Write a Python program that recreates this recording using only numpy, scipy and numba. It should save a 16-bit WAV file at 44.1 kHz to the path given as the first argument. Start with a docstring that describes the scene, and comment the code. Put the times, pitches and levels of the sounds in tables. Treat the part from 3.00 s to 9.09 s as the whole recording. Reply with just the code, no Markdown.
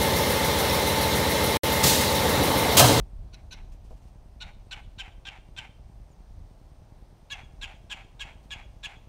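"""A fenced back yard, one camera microphone. A brief low bump, then light wind, distant traffic, a low
drone, a thin pulsing whine and a soft, clock-steady thump from the camera itself. A woodpecker flies in
with two notes on the wing and lands on an iron feeder pole at 0.9 s. It calls five times, a far songbird
chirps, then it calls six times more. Each note is a harsh voiced head and a creaky tail, both made of
syrinx puffs ringing resonances; the fences and the yard echo them."""
import sys
import numpy as np
from scipy import signal
from scipy.io import wavfile
from scipy.ndimage import uniform_filter1d
from numba import njit

SR = 44100
rng = np.random.default_rng(int(sys.argv[2]) if len(sys.argv) > 2 else 0)


def materialize(psi):
    """Save the field psi as 16-bit PCM at rate SR to the path in sys.argv[1].

    A 1-D psi becomes a single channel; in a 2-D psi each row is a channel.
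    """
    bounded = np.clip(np.atleast_2d(psi).T, -1, 1)
    quanta = np.round(bounded * 32767).astype(np.int16)
    wavfile.write(sys.argv[1], SR, quanta)


N = 268480

# distant traffic: (frequency [Hz], relative density [dB per Hz])
TRAFFIC_SPECTRUM = [(53, -29), (90, -1), (242, -15), (288, -12.5), (406, -15.5), (515, -19.5), (599, -11.5),
                    (827, -15), (1240, -29), (5990, -35), (7430, -43.5), (8640, -42.5), (15500, -45.5)]
# a brief low bump at the very start, then light wind on the microphone: (time [s], level [dB])
BUMP_AND_WIND = [(0.0, -29.5), (0.08, -45), (0.2, -40), (0.41, -47), (0.46, -43), (0.95, -47.5),
                 (1.76, -46), (2.39, -53), (2.49, -44), (2.74, -54), (2.78, -44), (3.23, -51.5),
                 (3.42, -38.5), (3.5, -52.5), (4.89, -48), (4.93, -49.5), (6.06, -52.5), (6.08, -54)]
# far songbird: (time [s], pitch [Hz], level [dB])
SONGBIRD_CHIRP = [(3.108, 7150, -84), (3.118, 7140, -73), (3.135, 6440, -76), (3.148, 6200, -88)]
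# feather rustles: (time [s], level [dB], decay time [s])
WINGBEATS = [(0.717, -61, 0.017), (0.84, -67.5, 0.028), (0.897, -71.5, 0.052), (0.966, -73, .02),
             (1.016, -72, 0.036), (1.072, -69, 0.014), (3.898, -68, 0.0079), (5.427, -66, 0.021)]
# feet on the pole: (time [s], level [dB])
FOOT_KNOCKS = [(.848, -48), (0.908, -35), (0.913, -34), (0.921, -39.5), (.929, -39), (.952, -51)]
# modes of the iron pole: (frequency [Hz], level [dB], time to fall 60 dB [s])
POLE_MODES = [(48, 0.5, 0.077), (313, -4, 0.019), (480, 2, 0.015), (660, -2, 0.021), (865, -14, 0.021)]
# echoes off the fences: (delay [s], level [dB])
FENCE_ECHOES = [(0.043, -20.5), (.118, -28)]
# woodpecker notes: (time [s], level [dB], pitch [Hz], hoarseness [0-1], beat depth [0-1],
# beat period [cycles], throat start [Hz], throat end [Hz], upper resonance [Hz], treble [dB], head [s])
NOTES = [(0.326, -51.5, 1466, .9, 0.8, 2, 4330, 4050, 5900, -8, 0.029),
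         (.507, -44, 1536, 0.7, 0.1, 3, 4140, 3820, 6020, -7.5, 0.037),
         (1.402, -38, 1480, 0.56, 0.46, 4, 3950, 3640, 7100, -20.5, 0.035),
         (1.708, -36.5, 1538, 0.63, 0.8, 4, 4160, 2890, 7650, -16.5, 0.033),
         (1.981, -37.5, 1581, 0.7, 0.4, 3, 3870, 2670, 7360, -16, 0.038),
         (2.250, -38, 1613, 0.83, 1, 4, 3470, 2830, 7050, -19, 0.044),
         (2.564, -36.5, 1581, 0.83, 0.73, 4, 3460, 2780, 7640, -15.5, 0.037),
         (4.299, -36, 1702, 0.22, 0.78, 3, 4000, 2700, 6520, -12.5, 0.042),
         (4.61, -37.5, 1654, 0.74, 0.55, 3, 3900, 2570, 7370, -12.5, 0.0439),
         (4.896, -37, 1677, 0.74, 0.4, 4, 3400, 2600, 7500, -12, 0.043),
         (5.192, -37.5, 1672, 0.56, 0.58, 3, 3520, 2440, 7300, -12.5, 0.044),
         (5.502, -37.5, 1703, 0.5, 0.6, 3, 3400, 2570, 6960, -12.5, 0.043),
         (5.828, -37, 1701, 0.55, 0.5, 3, 3670, 2630, 7000, -12, .042)]
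# envelope of the voiced head: (time [head lengths], level [dB])
HEAD_SWELL = [(0, -25.5), (.12, -9.5), (.3, -5.5), (.45, -2), (.65, 0), (.85, -3.5), (.95, -8),
              (1.15, -12.5), (1.4, -42)]
# envelope of the creaky tail: (time [creak lengths], level [dB])
CREAK_SWELL = [(.15, -33), (.3, 0.5), (.45, -2.5), (.65, 0), (.9, -4), (1.1, -22)]
# resonances of the bill, the head's top treble, the creak's body and its bright edge:
# (centre [Hz], width [Hz], level [dB])
BILL_BANDS = [(952, 320, -12.5), (2610, 680, -3), (5200, 1960, -12)]
SHEEN_BANDS = [(10530, 1900, -5), (12860, 2000, -14), (11850, 5700, -4.5)]
CREAK_BANDS = [(825, 180, 0.5), (1600, 780, -2.5), (2184, 390, 0)]
EDGE_BANDS = [(4080, 340, -57), (6200, 8000, -19)]

WHISTLE_DB, WHISTLE_AT_HZ, WHISTLE_DB_PER_OCTAVE = -4, 1586, 15  # higher notes whistle more
SHEEN_DB = -10.5  # against the upper resonance
CREAK_DB, CREAK_HEADS = -12.5, 3.2  # against the note's level; length in head lengths


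def undb(db):
    """Decibels to gain."""
    return 10 ** (np.asarray(db) / 20)


def level(x, db):
    """Scale to an rms level."""
    return x * undb(db) / np.sqrt(np.mean(x ** 2))


def add(into, x, s):
    """Mix x in from time s."""
    i = int(s * SR)
    into[i:i + len(x)] += x[:len(into) - i]


@njit
def svf(x, g, k):
    """State-variable band-pass; tuning g and damping k hold one value or one per sample."""
    y, band_state, low_state = np.empty(len(x)), 0., 0.
    for i in range(len(x)):
        j = min(i, len(g) - 1)
        v = (band_state + g[j] * (x[i] - low_state)) / (1 + g[j] * (g[j] + k[j]))
        band_state = 2 * v - band_state
        low_state += 2 * g[j] * v
        y[i] = k[j] * v
    return y


def band(x, hz, width):
    """A resonance with gain 1 at a steady or moving centre."""
    hz = np.atleast_1d(hz).astype(float)
    return svf(x, np.tan(np.pi * hz / SR), width / hz)


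def steep(x, hz, width):
    """A resonance applied twice, rms 1."""
    return level(band(band(x, hz, width), hz, width), 0)


def bank(x, rows):
    """Steep resonances in parallel."""
    return sum(undb(db) * steep(x, hz, width) for hz, width, db in rows)


def walk(rate):
    """Random levels rate times a second, joined by ramps; spread near 1."""
    step = int(SR / rate)
    points = rng.standard_normal(N // step + 2)
    return 1.3 * np.interp(np.arange(N) / step, np.arange(len(points)), points)


def shape(t, rows):
    """Gain along (time, level [dB]) rows, silent outside."""
    s, db = np.transpose(rows)
    return undb(np.interp(t, s, db, left=-99, right=-99))


def traffic(db=-60):
    """Far traffic fills third-octave bands that swell together and flicker alone."""
    freqs, density = np.transpose(TRAFFIC_SPECTRUM)
    out, swell = 0, walk(.41)
    for hz in 100 * 2 ** np.arange(0, 7.4, 1 / 3):
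        band_db = np.interp(np.log(hz), np.log(freqs), density) + 10 * np.log10(hz)
        drift_db = .6 * swell + .8 * walk(6)
        noise = band(band(rng.standard_normal(N), hz, hz / 3), hz, hz / 2)
        out += level(noise, 0) * undb(band_db + drift_db)
    return level(out, db)


def drone():
    """A narrow band of noise wavers low in the background."""
    return level(band(rng.standard_normal(N), hz=107.8, width=13), db=-64)


def whine(hz=8580, pulse_hz=60, db=-84):
    """A thin, wavering high tone pulses at a steady pace."""
    t = np.arange(N) / SR
    pulses = np.exp(np.cos(2 * np.pi * pulse_hz * t)) * undb(1.9 * walk(30))
    tone = np.sin(2 * np.pi * np.cumsum(hz + 40 * walk(60)) / SR)
    return level(pulses * tone, db)


def bump_and_wind(flutter_db=1.5):
    """A brief low bump at the very start, then light wind rumbles on the microphone."""
    s, db = np.transpose(BUMP_AND_WIND)
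    rumble = band(band(rng.standard_normal(N), 35.2, 34.6), 41, 46.3)
    rumble_db = np.interp(np.arange(N) / SR, s, db)
    return level(rumble, 0) * undb(rumble_db + flutter_db * walk(8.2))


def camera_thump(start_s=.031, every_s=.1024, push_s=.0022, ring_hz=38, q=.62, push_db=-37):
    """A brief dip at a steady pace, which the camera's input stage answers with a slow swing."""
    push, t = np.zeros(N), np.arange(SR // 20) / SR
    dip = -undb(push_db) * t / push_s * np.exp(1 - t / push_s)
    for s in np.arange(start_s, N / SR, every_s):
        add(push, dip, s)
    w = 2 * np.pi * ring_hz
    highpass = signal.bilinear([1, 0, 0], [1, w / q, w * w], SR)
    return signal.lfilter(*highpass, push)


def songbird():
    """One falling sine chirp, far from the microphone."""
    t = np.arange(N) / SR
    s, hz, db = np.transpose(SONGBIRD_CHIRP)
    phase = np.cumsum(np.interp(t, s, hz)) / SR
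    return np.sqrt(2) * shape(t, np.c_[s, db]) * np.sin(2 * np.pi * phase)


def wings(rise_s=.0082):
    """Feathers swish through the air in short strokes."""
    strokes = np.zeros(N)
    for s, db, decay_s in WINGBEATS:
        t = np.arange(int(4 * decay_s * SR)) / SR
        add(strokes, undb(db) * (1 - np.exp(-t / rise_s)) * np.exp(-t / decay_s), s)
    air = rng.standard_normal(N)
    return strokes * (level(band(air, 2700, 1100), 0) + level(band(air, 5300, 4800), 0))


def landing():
    """Feet knock on the iron pole and ring its modes."""
    knocks, t = np.zeros(N), np.arange(SR // 5) / SR
    ring = sum(undb(db) * np.sin(2 * np.pi * hz * t) * 1000 ** (-t / t60) for hz, db, t60 in POLE_MODES)
    ring *= 1 - np.exp(-t / .0017)  # toes are soft
    for s, db in FOOT_KNOCKS:
        add(knocks, -undb(db) * ring, s)
    return knocks


def yard_echo(calls, scatter_db=-13.5, t60_s=.48):
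    """Diffuse scatter and fence echoes reach the microphone after the direct sound."""
    t = np.arange(SR // 2) / SR
    scatter = rng.standard_normal(len(t)) * 1000 ** (-t / t60_s)
    response = undb(scatter_db) * scatter * (t > .02) / np.sqrt(np.sum(scatter ** 2))
    for s, db in FENCE_ECHOES:
        # planks and posts smear each echo over a few milliseconds
        smear = rng.standard_normal(132) * np.hanning(132)
        add(response, undb(db) * smear / np.sqrt(np.sum(smear ** 2)), s)
    return band(signal.fftconvolve(calls, response)[:N], 1800, 10000)


def creak(length_s, rate_hz=480):
    """The slack syrinx lets out slow, uneven puffs with some air between them."""
    t = np.arange(int(.17 * SR)) / SR
    gap_jitter, size_jitter = rng.standard_normal((300, 2)).T
    onsets = (np.cumsum(np.exp(.44 * gap_jitter) / rate_hz) * SR).astype(int)
    inside = onsets < len(t)
    clicks = .05 * rng.standard_normal(len(t))
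    clicks[onsets[inside]] += undb(2.2 * size_jitter[inside])
    puffs = np.convolve(clicks, np.exp(-(np.arange(-12, 13) / 3) ** 2), "same")
    puffs -= uniform_filter1d(puffs, size=60)  # so small a bird radiates no bass
    body = sum(level(band(puffs, hz, width), db) for hz, width, db in CREAK_BANDS)
    return shape(t / length_s, CREAK_SWELL) * level(body + bank(clicks, EDGE_BANDS), 0)


def syrinx(pitch, hoarse, beat_depth, beat_cycles):
    """One puff a cycle, one in every few stronger; hoarseness adds jitter and breath."""
    phase = np.cumsum(pitch) / SR
    cycle = phase.astype(int)
    size_jitter, time_jitter = rng.standard_normal((200, 2))[cycle].T
    beat = 1 - np.clip(beat_depth, 0, .85) * (cycle % round(beat_cycles) > 0)
    size = beat * undb(3.5 * hoarse * size_jitter)
    late = np.clip(.11 * hoarse * time_jitter, -.3, .3)
    puffs = size * np.exp(-((phase - cycle - .5 - late) / .038) ** 2 / 2)
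    return level(puffs - puffs.mean(), 0) + .3 * hoarse * rng.standard_normal(len(pitch))


def voiced_head(hz, hoarse, beat_depth, beat_cycles, from_hz, to_hz, upper_hz, treble_db, head_s):
    """Syrinx puffs ring a throat resonance that sinks as the bill closes."""
    progress = np.arange(int(.07 * SR)) / SR / head_s
    # the pitch climbs to its plateau and sags at the end
    pitch = hz * (1 - .238 * np.exp(-progress / .1205) - .188 * np.clip(progress - .7, 0, 1))
    hoarse = hoarse + .6 * np.exp(-progress / .2)  # unsteady at first, settled by mid-note
    puffs = syrinx(pitch, hoarse, beat_depth, beat_cycles)
    closing = np.clip((progress - .2) / .6, 0, 1)
    throat = steep(puffs, from_hz + (to_hz - from_hz) * closing, 700)
    bill = bank(puffs, BILL_BANDS)
    # whistle and treble need full effort, so they arch over the middle of the note
    slack = ((progress - .55) / .5) ** 2
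    whistle_db = WHISTLE_DB + WHISTLE_DB_PER_OCTAVE * np.log2(hz / WHISTLE_AT_HZ)
    whistle = undb(whistle_db - 5 * slack) * steep(puffs, pitch, 680)
    upper = undb(-3 * slack) * steep(puffs, upper_hz * (1 - .091 * closing), 1300)
    sheen = undb(SHEEN_DB - 8 * slack) * bank(puffs, SHEEN_BANDS)
    treble = undb(treble_db) * (upper + sheen)
    return shape(progress, HEAD_SWELL) * (throat + bill + whistle + treble)


def woodpecker():
    """The foreground bird: each voiced head gives way to a creak, and the yard answers."""
    calls = np.zeros(N)
    for s, db, *voice, head_s in NOTES:
        add(calls, undb(db) * voiced_head(*voice, head_s), s)
        add(calls, undb(db + CREAK_DB) * creak(CREAK_HEADS * head_s), s)
    return calls + yard_echo(calls)


def scene():
    """The yard from one microphone position, in mono."""
    bird = woodpecker() + wings() + landing()
    background = songbird() + whine() + bump_and_wind() + traffic() + drone() + camera_thump()
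    return (bird + background)[None]


def record(dry, port_db=3.7, top_hz=15600):
    """The microphone port rings in the treble and the camera cuts the top."""
    port_ring = (undb(port_db) - 1) * band(dry[0], hz=5970, width=210)
    lowpass = signal.ellip(10, .2, 60, top_hz, fs=SR, output="sos")
    return signal.sosfilt(lowpass, dry + port_ring)


dry = scene()
out = record(dry)
materialize(out)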